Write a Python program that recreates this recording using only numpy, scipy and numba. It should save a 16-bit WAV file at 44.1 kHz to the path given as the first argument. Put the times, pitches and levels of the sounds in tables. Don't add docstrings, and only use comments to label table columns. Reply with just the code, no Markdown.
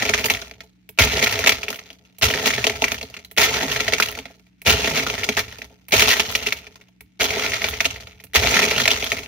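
import sys
import numpy as np
from scipy import signal
from scipy.fft import rfft, irfft
from scipy.io import wavfile
from scipy.ndimage import uniform_filter1d
from numba import njit

SR = 44100
rng = np.random.default_rng(int(sys.argv[2]) if len(sys.argv) > 2 else 0)


def natural_amplitude(level_db):
    exponent = np.asarray(level_db, float) / 20
    return 10 ** exponent


def unload_wav(signal):
    wavfile.write(
        sys.argv[1],
        SR,
        np.round(np.clip(np.atleast_2d(signal).T, -1, 1) * 32767).astype(np.int16),
    )


N = 408807

# pressed_s, released_s, top_speed_hz, coasting_loss_hz_per_s, unbalance_db
SPINS = [
    (-.3, -0.192, 166, 246, -40.5),
    (0.992, 1.089, 165.4, 239, -33.5),
    (2.212, 2.385, 185.3, 295, -38),
    (3.373, 3.553, 174, 227.4, -38),
    (4.657, 4.801, 186.3, 222, -36.5),
    (5.935, 6.031, 170, 234, -61.5),
    (7.197, 7.29, 170, 270, -53),
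    (8.35, 8.596, 190, 287.4, -34.5),
]
# start_s, peak_db, ring_hz
TABS = [(0.8902, -29.5, 2366), (2.1835, -30.5, 2510), (3.3121, -29, 2250), (4.617, -30, 2270),
        (5.883, -28, 2275), (7.007, -32.5, 2194), (8.2381, -29, 2324)]
# centre_hz, width_hz, gain_db
CUP_MODES = [(220, 34, -9), (268.3, 18.8, -8), (426, 37.5, -2), (531, 100, -11.5), (669.3, 50, -4.5),
             (909, 70, -14.5)]
# freq_hz, density_db_per_hz
CRACK_SPECTRUM = [(410, -25.5), (700, -2.5), (986, -26), (1360, 4), (1570, -4.5), (2230, 0.5), (5260, 2),
                  (6180, 4), (7800, -24), (10100, -44), (17200, -120)]
# freq_hz, density_db_per_hz
SPARKLE_SPECTRUM = [(5000, -40), (7300, -11), (9300, -11), (10300, -5), (12200, -1), (15000, -4),
                    (17000, -12)]


def level(x, db):
    return x * natural_amplitude(db) / np.sqrt(np.mean(x ** 2))


def shape(points, size):
    hz, db = np.transpose(points)
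    bins_hz = np.arange(size // 2 + 1) * SR / size
    return np.interp(np.log(bins_hz + 1), np.log(hz), db)


def colour(x, points):
    cepstrum = irfft(np.log(natural_amplitude(shape(points, size=1024))))
    cepstrum[1:512] *= 2
    cepstrum[513:] = 0
    return signal.fftconvolve(x, irfft(np.exp(rfft(cepstrum))))[:N]


@njit
def svf(x, hz, width):
    y, band, low = np.empty(len(x)), 0., 0.
    for i in range(len(x)):
        g, k = np.tan(np.pi * hz[i] / SR), width / hz[i]
        v = (band + g * (x[i] - low)) / (1 + g * (g + k))
        band, low, y[i] = 2 * v - band, low + 2 * g * v, k * v
    return y


def ring(x, modes):
    out = 0
    for k, (hz, width_hz, db) in enumerate(modes):
        out = out + (-1) ** k * natural_amplitude(db) * svf(x, np.full(N, 1. * hz), 1. * width_hz)
    return out


def fade(x, seconds):
    return signal.lfilter([1], [1, -np.exp(-1 / (max(seconds, 1e-4) * SR))], x)


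def grit(rate_hz, spread_db, smear_s):
    hit = rng.random(N) < rate_hz / SR
    force_db = spread_db * np.minimum(rng.exponential(size=N), 4)
    chips = hit * natural_amplitude(force_db) / np.sqrt(rate_hz)
    return level(fade(chips, smear_s) * rng.standard_normal(N), 0)


def strike(at_s, hold_s, db, force, edge, rise_s):
    out, t = np.zeros(N), np.arange(SR // 6) / SR
    for start, hold, gain in zip(at_s, hold_s, natural_amplitude(db)):
        i = int(start * SR)
        piece = force[i:i + len(t)]
        form = (np.minimum(t / rise_s, 1) * np.exp(-(t / hold) ** edge))[:len(piece)]
        even = np.sqrt(np.sum(form ** 2) / np.sum((form * piece) ** 2))
        out[i:i + len(t)] += gain * even * form * piece
    return out


def kitchen():
    # freq_hz, rms_db
    hum_tones = [(60, -69), (120, -67), (183, -60.5)]
    # freq_hz, density_db_per_hz
    air_spectrum = [(30, -20), (110, -8.5), (300, -1), (450, -35), (1000, -34.5), (2200, -20.5),
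                    (3500, -29), (16000, -49.5)]
    t = np.arange(N) / SR
    hum = sum(np.sqrt(2) * natural_amplitude(db) * np.sin(2 * np.pi * hz * t) for hz, db in hum_tones)
    return hum + np.array([level(colour(rng.standard_normal(N), air_spectrum), -63) for _ in range(2)])


def echoes(t60_s, db, top_hz):
    decay = np.exp(-np.log(1000) * np.arange(8192) / SR / t60_s)
    tail = rng.standard_normal((2, 8192)) * decay
    tail *= natural_amplitude(db) / np.sqrt(np.sum(tail ** 2, axis=1, keepdims=True))
    return signal.sosfilt(signal.butter(1, [800, top_hz], "band", fs=SR, output="sos"), tail)


def motor():
    t, shake = np.arange(N) / SR, 0
    for on_s, off_s, top_hz, loss, db in SPINS:
        spin_up = (t - on_s) / (off_s - on_s)
        coast = 1 - loss * (t - off_s) / top_hz
        speed = np.clip(np.minimum(spin_up, coast), 0, 1)
        turn = 2 * np.pi * np.cumsum(speed * top_hz) / SR
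        shake = shake + natural_amplitude(db) * speed ** .7 * (np.sin(turn) + natural_amplitude(-9) * np.sin(2 * turn))
    wobble_db = 4 * level(uniform_filter1d(rng.standard_normal(N), size=1500), 0) + 1
    return ring(shake * natural_amplitude(wobble_db), [(115, 70, 0)])


def swirl(t):
    # freed_blade_grind_db, drop_out_s, sinking_db_per_s, counter_thump_db
    swirls = [
        (-31, 0.33, 78.5, -27.5),
        (-30.5, 1.51, 51.5, -21.5),
        (-31, 2.945, 66, -32),
        (-30, 4.086, 79, -34.5),
        (-29.5, 5.414, 60.5, -24),
        (-31.5, 6.43, 74, -31.5),
        (-31.5, 7.942, 72.5, -58),
        (-24.5, 9.12, 54.5, -27.5),
    ]
    freed_s, sag_db_per_s, rest_db = 0.19, 21, -77
    thump_s, hand_s = 0.03, 0.064
    pressed_s = np.transpose(SPINS)[0]
    pulse = np.maximum(np.searchsorted(pressed_s, t, side="right") - 1, 0)
    top_db, drop_s, sink, thump_db = np.array(swirls)[pulse].T
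    since = t - pressed_s[pulse]
    sunk = np.maximum(t - drop_s, 0)
    grind_db = top_db - sag_db_per_s * np.abs(since - freed_s) - (sink - sag_db_per_s) * sunk
    boom_db = grind_db - 4.5 - 6 * (since - sunk)
    thump = natural_amplitude(thump_db) * since / thump_s * np.exp(1 - since / thump_s)
    hand = sum((t > start) * np.exp(-np.abs(t - start) / hand_s) for start, *_ in TABS)
    rumble = thump + natural_amplitude(-42.5 - .9 * sink * sunk) + natural_amplitude(-54) * hand
    return np.maximum(grind_db, rest_db), np.maximum(boom_db, rest_db - 10), rumble


def grinding(grind_db, boom_db):
    busy = np.clip((grind_db + 70) / 40, .25, 1)
    chunks = grit(1100 * busy, 2.3, .0015) + natural_amplitude(-6) * grit(250 * busy, 2.5, .0003)
    foam = natural_amplitude(-3) * grit(3000, 1.5, .001)
    thuds = grit(700, 1.2, .002)
    return np.array([natural_amplitude(grind_db) * chunks, natural_amplitude(grind_db - 26) * (chunks + foam), natural_amplitude(boom_db) * thuds])


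def jams():
    # start_s, length_s, crack_db,
    # cup_boom_db
    jam_events = [(0.987, 0.069, -17, -28), (1.233, 0.016, -17.5, -34), (1.476, 0.055, -29, -41),
                  (2.222, 0.054, -18, -33), (2.456, 0.034, -19.5, -32), (3.38, 0.084, -17.5, -28.5),
                  (4.649, 0.0071, -37.5, -33.5), (4.663, 0.081, -17.5, -28), (4.948, 0.059, -28, -39),
                  (5.379, 0.031, -24, -34.5), (5.92, 0.12, -19, -33.5), (6.006, 0.05, -23.5, -39),
                  (6.073, 0.077, -18.5, -39.5), (7.192, 0.0066, -43, -35.5), (7.203, 0.059, -23, -34.5),
                  (8.35, 0.028, -14.5, -38)]
    at_s, length_s, roar_db, boom_db = np.transpose(jam_events)
    catching = grit(900, 2.5, .0015) + natural_amplitude(-5) * grit(200, 2.5, .0004)
    return np.array([strike(at_s, length_s, roar_db, catching, 5.6, 0.00044),
                     strike(at_s, length_s, roar_db - 20.5, catching, 14.0, 0.0015),
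                     strike(at_s, length_s, boom_db, grit(700, 1.2, .002), 3.4, 0.0079)])


def bumps():
    # start_s, boom_db
    bump_events = [
        (4.3, -48.5),
        (5.7, -47),
        (6.655, -52.5),
    ]
    at_s, db = np.transpose(bump_events)
    return strike(at_s, np.full(len(at_s), .014), db, grit(700, 1.2, .002), 1.2, .005)


def knock_list():
    # start_s, peak_db, ring_hz, treble_over_crack_db,
    # boom_over_crack_db
    ice_knocks = [(0.0223, -4.5, 2000, -32, -14.5), (0.0523, -8.5, 2300, -25.5, -9.5),
                  (0.0905, -2.5, 2250, -34, -16), (0.1366, -1.5, 1954, -32.5, -19.5),
                  (0.1135, -24.5, 4800, -13, -22), (0.177, -10, 2170, -22, -14), (0.311, -11, 2320, -14, -17),
                  (0.242, -7, 2630, -15, -11.5), (0.2564, -2, 4520, -14, -22.5),
                  (0.2842, -17, 2090, -26, -11.5), (0.299, 0, 2280, -21.5, -15.5),
                  (0.337, -11, 3310, -28.5, -20), (0.3485, -15, 2310, -30.5, -20),
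                  (0.3706, -19, 2090, -27.5, -19.5), (0.394, -23.5, 5160, -19.5, -18),
                  (0.416, -15, 4950, -30, -16.5), (0.459, -36.5, 4350, -20.5, -15),
                  (0.4703, -34.5, 2260, -32.5, -5.5), (0.4953, -39, 2270, -17.5, -11),
                  (0.511, -26, 2280, -28.5, -10), (0.605, -24, 2000, -30, -20), (0.634, -39, 3840, -13, -7.5),
                  (0.9755, -27, 2670, -18.5, -6.5), (0.9877, 0.5, 2378, -20, -17),
                (0.9951, -12, 2153, -15.5, -15), (1.0723, -12, 2270, -25.5, -20),
                (1.1144, -15, 2376, -26, -10), (1.129, -19.5, 2150, -19, -3.5),
                (1.1691, -11, 2710, -25, -10), (1.192, -5.5, 2113, -25, -20),
                (1.2254, 1.5, 2110, -27.5, -16), (1.2697, -4, 2210, -20, -18.5),
                (1.2903, -18, 2636, -24, -23), (1.311, -18, 2170, -7.5, -11.5),
                (1.3236, -9, 2003, -20.5, -30), (1.743, -21.5, 2880, -16.5, -18),
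                (1.3902, -6.5, 2204, -24, -15.5), (1.44, -6.5, 1805, -29, -14.5),
                (1.461, -2, 2225, -27, -9.5), (1.4708, 5, 2210, -23.5, -21),
                (1.4926, 6.5, 2220, -23, -26.5), (1.5198, -5, 2233, -26.5, -24),
                (1.588, -27, 4280, -21, -20.5), (1.6312, -12.5, 2564, -24.5, -15.5),
                (1.6819, -13.5, 2310, -19, -15), (1.7017, -10.5, 4910, -18, -16.5),
                (1.7277, -17.5, 1836, -21.5, -16.5), (1.758, -24.5, 2336, -10, -22.5),
                (1.789, -21.5, 2074, -29.5, -22), (1.8896, -36, 2290, -24.5, -17),
                (1.9026, -27, 2850, -27, -12.5), (2.0504, -40, 2750, -36.5, -28.5),
                  (2.2204, -12, 1812, -20.5, -13.5), (2.2228, -5, 3220, -23.5, -16.5),
                (2.23, -6, 2660, -21, -22), (2.2838, -9, 3160, -20, -22.5), (2.3015, -10, 2170, -22, -15.5),
                (2.3092, -10, 2750, -34.5, -13.5), (2.338, -9.5, 1877, -23.5, -12),
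                (2.4594, -2, 2260, -24.5, -16), (2.5048, -10.5, 2020, -27.5, -19),
                (2.5362, -7.5, 2170, -23.5, -30.5), (2.5791, -10.5, 1770, -29.5, -12),
                (2.943, -16, 1897, -18, -18), (2.641, -2, 2320, -29.5, -13), (2.6673, 0.5, 3195, -25, -17),
                (2.696, -7.5, 2180, -35.5, -11), (2.756, -17, 4600, -30.5, -31),
                (2.8197, -5, 2680, -28.5, -5), (2.8404, 0.5, 2293, -24, -21.5),
                (2.8801, -12, 2033, -17, -21.5), (2.9001, -21.5, 2060, -24.5, -13),
                (2.9178, -8, 2410, -17, -14.5), (2.98, -19.5, 2750, -25.5, -19.5),
                (3.012, -18, 2420, -27, -16.5), (3.028, -16, 4070, -21, -8),
                (3.0995, -27.5, 4600, -15.5, -12.5), (3.1405, -23.5, 2720, -23.5, -25),
                (3.1658, -21, 2257, -37, -14.5), (3.1895, -29.5, 2240, -39.5, -14),
                (3.2474, -25.5, 3850, -11, -35),
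                  (3.374, -10, 2284, -31, -15), (3.3752, -5, 3216, -17.5, -16), (3.3811, -5, 2220, -12, -14),
                (3.4442, -4, 2230, -20.5, -26), (3.5611, -18.5, 1405, -24, -14),
                (3.5846, -20.5, 1776, -27, -8.5), (3.6277, -10.5, 1923, -19, -7),
                (3.714, -13, 5100, -28.5, -22.5), (3.7161, -11, 2775, -22.5, -19.5),
                (3.761, -8, 1872, -29, -17.5), (3.8035, -6, 2240, -29, -15.5), (3.833, -18, 1863, -25, -19),
                (3.842, -23.5, 2160, -17, -16), (3.732, -15, 5240, -12.5, -20.5),
                (3.8792, -5.5, 1816, -27.5, -14), (3.9222, -8, 1800, -27.5, -10.5),
                (3.9343, -2, 2227, -31.5, -17.5), (3.9818, -10, 2300, -25, -19.5),
                (3.9994, 0.5, 1370, -20, -14.5), (4.023, -1, 2400, -19.5, -23.5),
                (4.0588, -15, 2200, -19, -17.5), (4.0855, -15.5, 2790, -14.5, -18),
                (4.1146, -24.5, 4990, -4, -23), (4.124, -26, 1800, -20.5, -20.5),
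                (4.1514, -18, 2200, -23, -15.5), (4.173, -20.5, 1396, -20, -11),
                (4.188, -15, 2295, -26.5, -12.5), (4.2546, -24, 2100, -32, -11),
                  (4.6601, -17, 2560, -16, 4.5), (4.914, -13.5, 2290, -22, -16),
                (4.6712, -13.5, 2600, -19, -14), (4.6802, -5.5, 2343, -17, -16.5),
                (4.6954, -3, 2740, -23, -22), (4.8303, -18.5, 2500, -28.5, -17),
                (4.844, -11, 2456, -28.5, -8.5), (4.8732, -8.5, 2000, -22, -12),
                (4.997, -10.5, 2306, -27, -10.5), (4.9652, -10, 2103, -29, -18.5),
                (4.9748, -6.5, 2310, -25, -12), (5.0653, -7, 1348, -32.5, -14.5),
                (5.0989, -8, 2270, -33.5, -13), (5.1388, -17.5, 2144, -27.5, -5),
                (5.179, -15.5, 1934, -27.5, -10), (5.2332, -9.5, 2185, -27, -22),
                (5.241, -4, 4740, -23.5, -23), (5.396, -14.5, 1995, -15.5, -21.5),
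                (5.2889, -2.5, 2250, -27, -12.5), (5.368, -5.5, 2644, -25.5, -13.5),
                (5.3744, -12, 1823, -23.5, -14), (5.4803, -28, 2250, -20.5, -26.5),
                (5.6175, -20, 2116, -27, -14.5),
                  (5.9234, -6.5, 2270, -23, -3.5), (5.9305, -8.5, 2360, -23, -9.5),
                (5.9368, 0.5, 2454, -23, -30), (5.9946, -2.5, 2250, -17, -16),
                (6.0206, 4, 2530, -23.5, -13), (6.0886, -1, 2780, -18, -26),
                (6.111, -6.5, 2000, -17.5, -21), (6.1666, -10, 1890, -16, -16),
                (6.2011, -4, 2960, -20.5, -24), (6.1962, 2, 2567, -23, -20),
                (6.3128, -20.5, 4830, -4.5, -24), (6.3504, -7, 2656, -16.5, -22.5),
                (6.3527, -5.5, 2796, -19.5, -27.5), (6.4161, -28.5, 2200, -25.5, -23),
                (6.4297, -22.5, 2793, -19, -11.5), (6.468, -7, 2685, -25.5, -20),
                (6.568, -22, 2790, -19, -31), (6.523, -5, 2280, -20, -24),
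                (6.5868, -25.5, 2520, -28, -21.5), (6.485, -14.5, 2280, -24.5, -20.5),
                (6.6673, -28, 2323, -35.5, -14.5), (6.756, -27.5, 4800, -22, -31.5),
                (6.8116, -37, 2250, -21.5, -15.5),
                  (7.2011, -19, 2133, -18.5, -15.5), (7.208, -7, 2290, -22, -17),
                (7.2164, -6.5, 2980, -26, -16.5), (7.3054, -11, 2190, -24.5, -14.5),
                (7.627, -21, 4800, -11.5, -13.5), (7.3369, -18.5, 2163, -21.5, -21.5),
                (7.422, -26.5, 2106, -28, -12), (7.442, -14, 2117, -23, -20.5),
                (7.4623, -9.5, 2170, -21.5, -18), (7.4993, -16, 2770, -19.5, -25.5),
                (7.5188, -12.5, 2110, -26.5, -23.5), (7.5347, -7.5, 2128, -31, -20),
                (7.6184, -12.5, 2150, -31, -16.5), (7.6414, -5, 2225, -35.5, -14.5),
                (7.6668, -16.5, 2030, -18, -21.5), (7.6854, -8.5, 3320, -11, -25.5),
                (7.7241, -33, 2190, -23.5, -22), (7.7362, -17, 2110, -32, -32.5),
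                (7.804, -2.5, 2150, -21.5, -20), (7.845, -11, 2313, -19, -17),
                (7.8526, -1.5, 2770, -34.5, -22), (7.9042, -15, 2766, -30.5, -27.5),
                (7.96, -22.5, 2090, -21.5, -20.5), (8.0047, -22, 4530, -25.5, -31.5),
                (8.0707, -28, 2308, -24.5, -14.5),
                  (8.3429, -10, 3507, -23.5, -12.5), (8.3489, -7, 2120, -17.5, -10),
                (8.652, -7, 2300, -29.5, -22), (8.4479, -15.5, 2110, -30, -19.5),
                (8.933, -11.5, 2540, -31.5, -17.5), (8.54, -4, 2100, -33, -14),
                (8.5684, 0.5, 1886, -32, -17.5), (8.5899, 1, 2080, -34, -19), (8.629, -2, 2474, -31, -16),
                (8.6389, -5.5, 2220, -27.5, -23.5), (8.713, -11, 2310, -32, -11.5),
                (8.7622, -10.5, 2760, -33, -15.5), (8.905, -5.5, 2750, -24, -27),
                (8.7793, -4.5, 2774, -25.5, -18), (8.7991, -6, 1808, -20.5, -19),
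                (8.8157, -8.5, 3320, -36, -11.5), (9.042, -12.5, 3220, -11.5, -16.5),
                (8.855, -3.5, 2160, -23.5, -14.5), (8.877, 3, 2520, -24, -17.5),
                (8.9129, -1, 3220, -28.5, -18), (8.973, -15, 2195, -28, -15.5),
                (9.0244, -10.5, 2483, -22, -12), (9.1179, -5.5, 2220, -25.5, -11),
                (9.2325, -22, 2510, -21.5, -22.5)]
    # start_s, peak_db, ring_hz
    switch_clicks = [
        (3.365, -24.5, 2270),
        (5.908, -26.5, 2280),
        (8.334, -23, 1985),
    ]
    # start_s, peak_db, ring_hz
    lone_chips = [(0.1885, -13.5, 2150), (0.2087, -15, 2290), (1.862, -37, 2240), (1.929, -34, 4510),
                  (4.2996, -38.5, 1780), (4.348, -43.5, 4130), (4.3938, -41.5, 5150), (4.4656, -47.5, 2280),
                  (5.5253, -25.5, 1834), (5.584, -23, 4730), (6.884, -43, 2770), (8.2, -32.5, 2150),
                  (5.03, -15.5, 2300), (5.643, -27, 4500), (6.4627, -11.5, 2000), (9.167, -22.5, 2200),
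                  (9.184, -20, 2200)]
    cubes = ice_knocks
    rows = [tuple(row) for row in cubes]
    for events, treble_db in ((TABS, -1.5), (switch_clicks, -9.5), (lone_chips, -17.5)):
        rows += [(*row, treble_db, -13) for row in events]
    return np.transpose(sorted(rows))


def knocks(at_s, peak_db, ring_hz, treble_db, boom_db):
    rasp_s = 0.0044 * (1 + 1.01 * rng.random(len(at_s)))
    splinter = grit(3000, 1.6, 0.00044)
    opening = (at_s * SR).astype(int)[:, None] + np.arange(80)
    splinter[opening] += 1.1 * np.hanning(80) * np.sin(2 * np.pi * ring_hz[:, None] * opening / SR)
    return np.array([strike(at_s, rasp_s, peak_db - 12.5, splinter, 1.1, 0.00076),
                     strike(at_s, rasp_s, peak_db + treble_db - 14.5, grit(4000, 1.5, .0005), 0.68, 0.00072),
                     strike(at_s, rasp_s, peak_db + boom_db - 5, splinter, 0.98, 0.00086)])


def bodies(crack, sparkle, boom, rumble, cube_hz, chip_hz):
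    # centre_hz, width_hz, gain_db
    wall_modes = [(1440, 65, -15), (1820, 1500, 15), (2270, 330, 15), (2750, 560, 11), (3320, 600, 17.5)]
    # centre_hz, width_hz, gain_db
    counter_modes = [(64, 16, 10), (115, 38, 4)]
    paths = [(-1.5, crack, lambda x: colour(x, CRACK_SPECTRUM)),
             (-11, crack, lambda x: ring(x, wall_modes)),
             (-6.5, crack, lambda x: svf(x, cube_hz, 450.0)),
             (-3.5, crack, lambda x: svf(x, chip_hz, 1600.0)),
             (-1, sparkle, lambda x: colour(x, SPARKLE_SPECTRUM)),
             (6, boom, lambda x: ring(x, CUP_MODES)),
             (1, rumble, lambda x: ring(ring(x, counter_modes), [(83, 270, 0)]))]
    probe = rng.standard_normal(2 ** 15)
    return sum(natural_amplitude(db) * path(force) / np.std(path(probe)) for db, force, path in paths)


def sideways(crack, sparkle, boom):
    def scatter(force, size):
        return uniform_filter1d(np.abs(force), size=size) * rng.standard_normal(N)

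    crack_around = scatter(crack, 8)
    splinters = level(ring(colour(crack_around, CRACK_SPECTRUM), [(2600, 4000, 0)]), 0)
    treble = level(colour(scatter(sparkle, 8), SPARKLE_SPECTRUM), -12)
    cup = level(ring(scatter(boom, 40), CUP_MODES), -21)
    wall_rock = level(ring(crack_around, [(1150, 300, 0)]), -6)
    return splinters + treble + cup + wall_rock


def ice():
    t = np.arange(N) / SR
    grind_db, boom_db, rumble = swirl(t)
    events = knock_list()
    crack, sparkle, boom = knocks(*events) + jams() + grinding(grind_db, boom_db)
    boom = boom + bumps()
    at_s, _, ring_hz, _, _ = events
    cube_hz = ring_hz[np.maximum(np.searchsorted(at_s, t, side="right") - 1, 0)]
    chip_hz = np.repeat(1100 * 4.91 ** rng.random(N // 500 + 1), 500)[:N]
    ahead = bodies(crack, sparkle, boom, rumble * grit(210, 0.33, 0.034), cube_hz, chip_hz)
    return ahead, natural_amplitude(-6) * np.std(ahead) * sideways(crack, sparkle, boom)


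def scene():
    # freq_hz, left_over_right_db
    left_over_right = [(60, -.5), (250, -3), (500, 1), (1000, -1), (2200, -2), (4400, 1), (7000, 0),
                       (10000, -7), (15000, -11)]
    path = echoes(.045, -7.5, 20000) + echoes(.22, -14, 14000)
    path[0, 2] += 1
    path[1, 0] += 1
    ahead, around = ice()
    ahead = ahead + motor()
    ports = []
    for response, side in zip(path, (1, -1)):
        port = signal.fftconvolve(ahead + side * around, response)[:N]
        ports.append(colour(port, [(hz, side * db / 2) for hz, db in left_over_right]))
    return np.array(ports) + kitchen()


def band_limit(x):
    return signal.sosfilt(signal.butter(12, 16970, fs=SR, output="sos"), x)


def record(dry):
    rounded = np.tanh(1.25 * dry) / 1.25
    top = signal.ellip(8, .2, 70, 15650, fs=SR, output="sos")
    bottom = signal.butter(2, 38, "high", fs=SR, output="sos")
    mix = signal.sosfilt(np.vstack((top, bottom)), rounded)
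    return band_limit(mix)


dry = scene()
out = record(dry)
unload_wav(out)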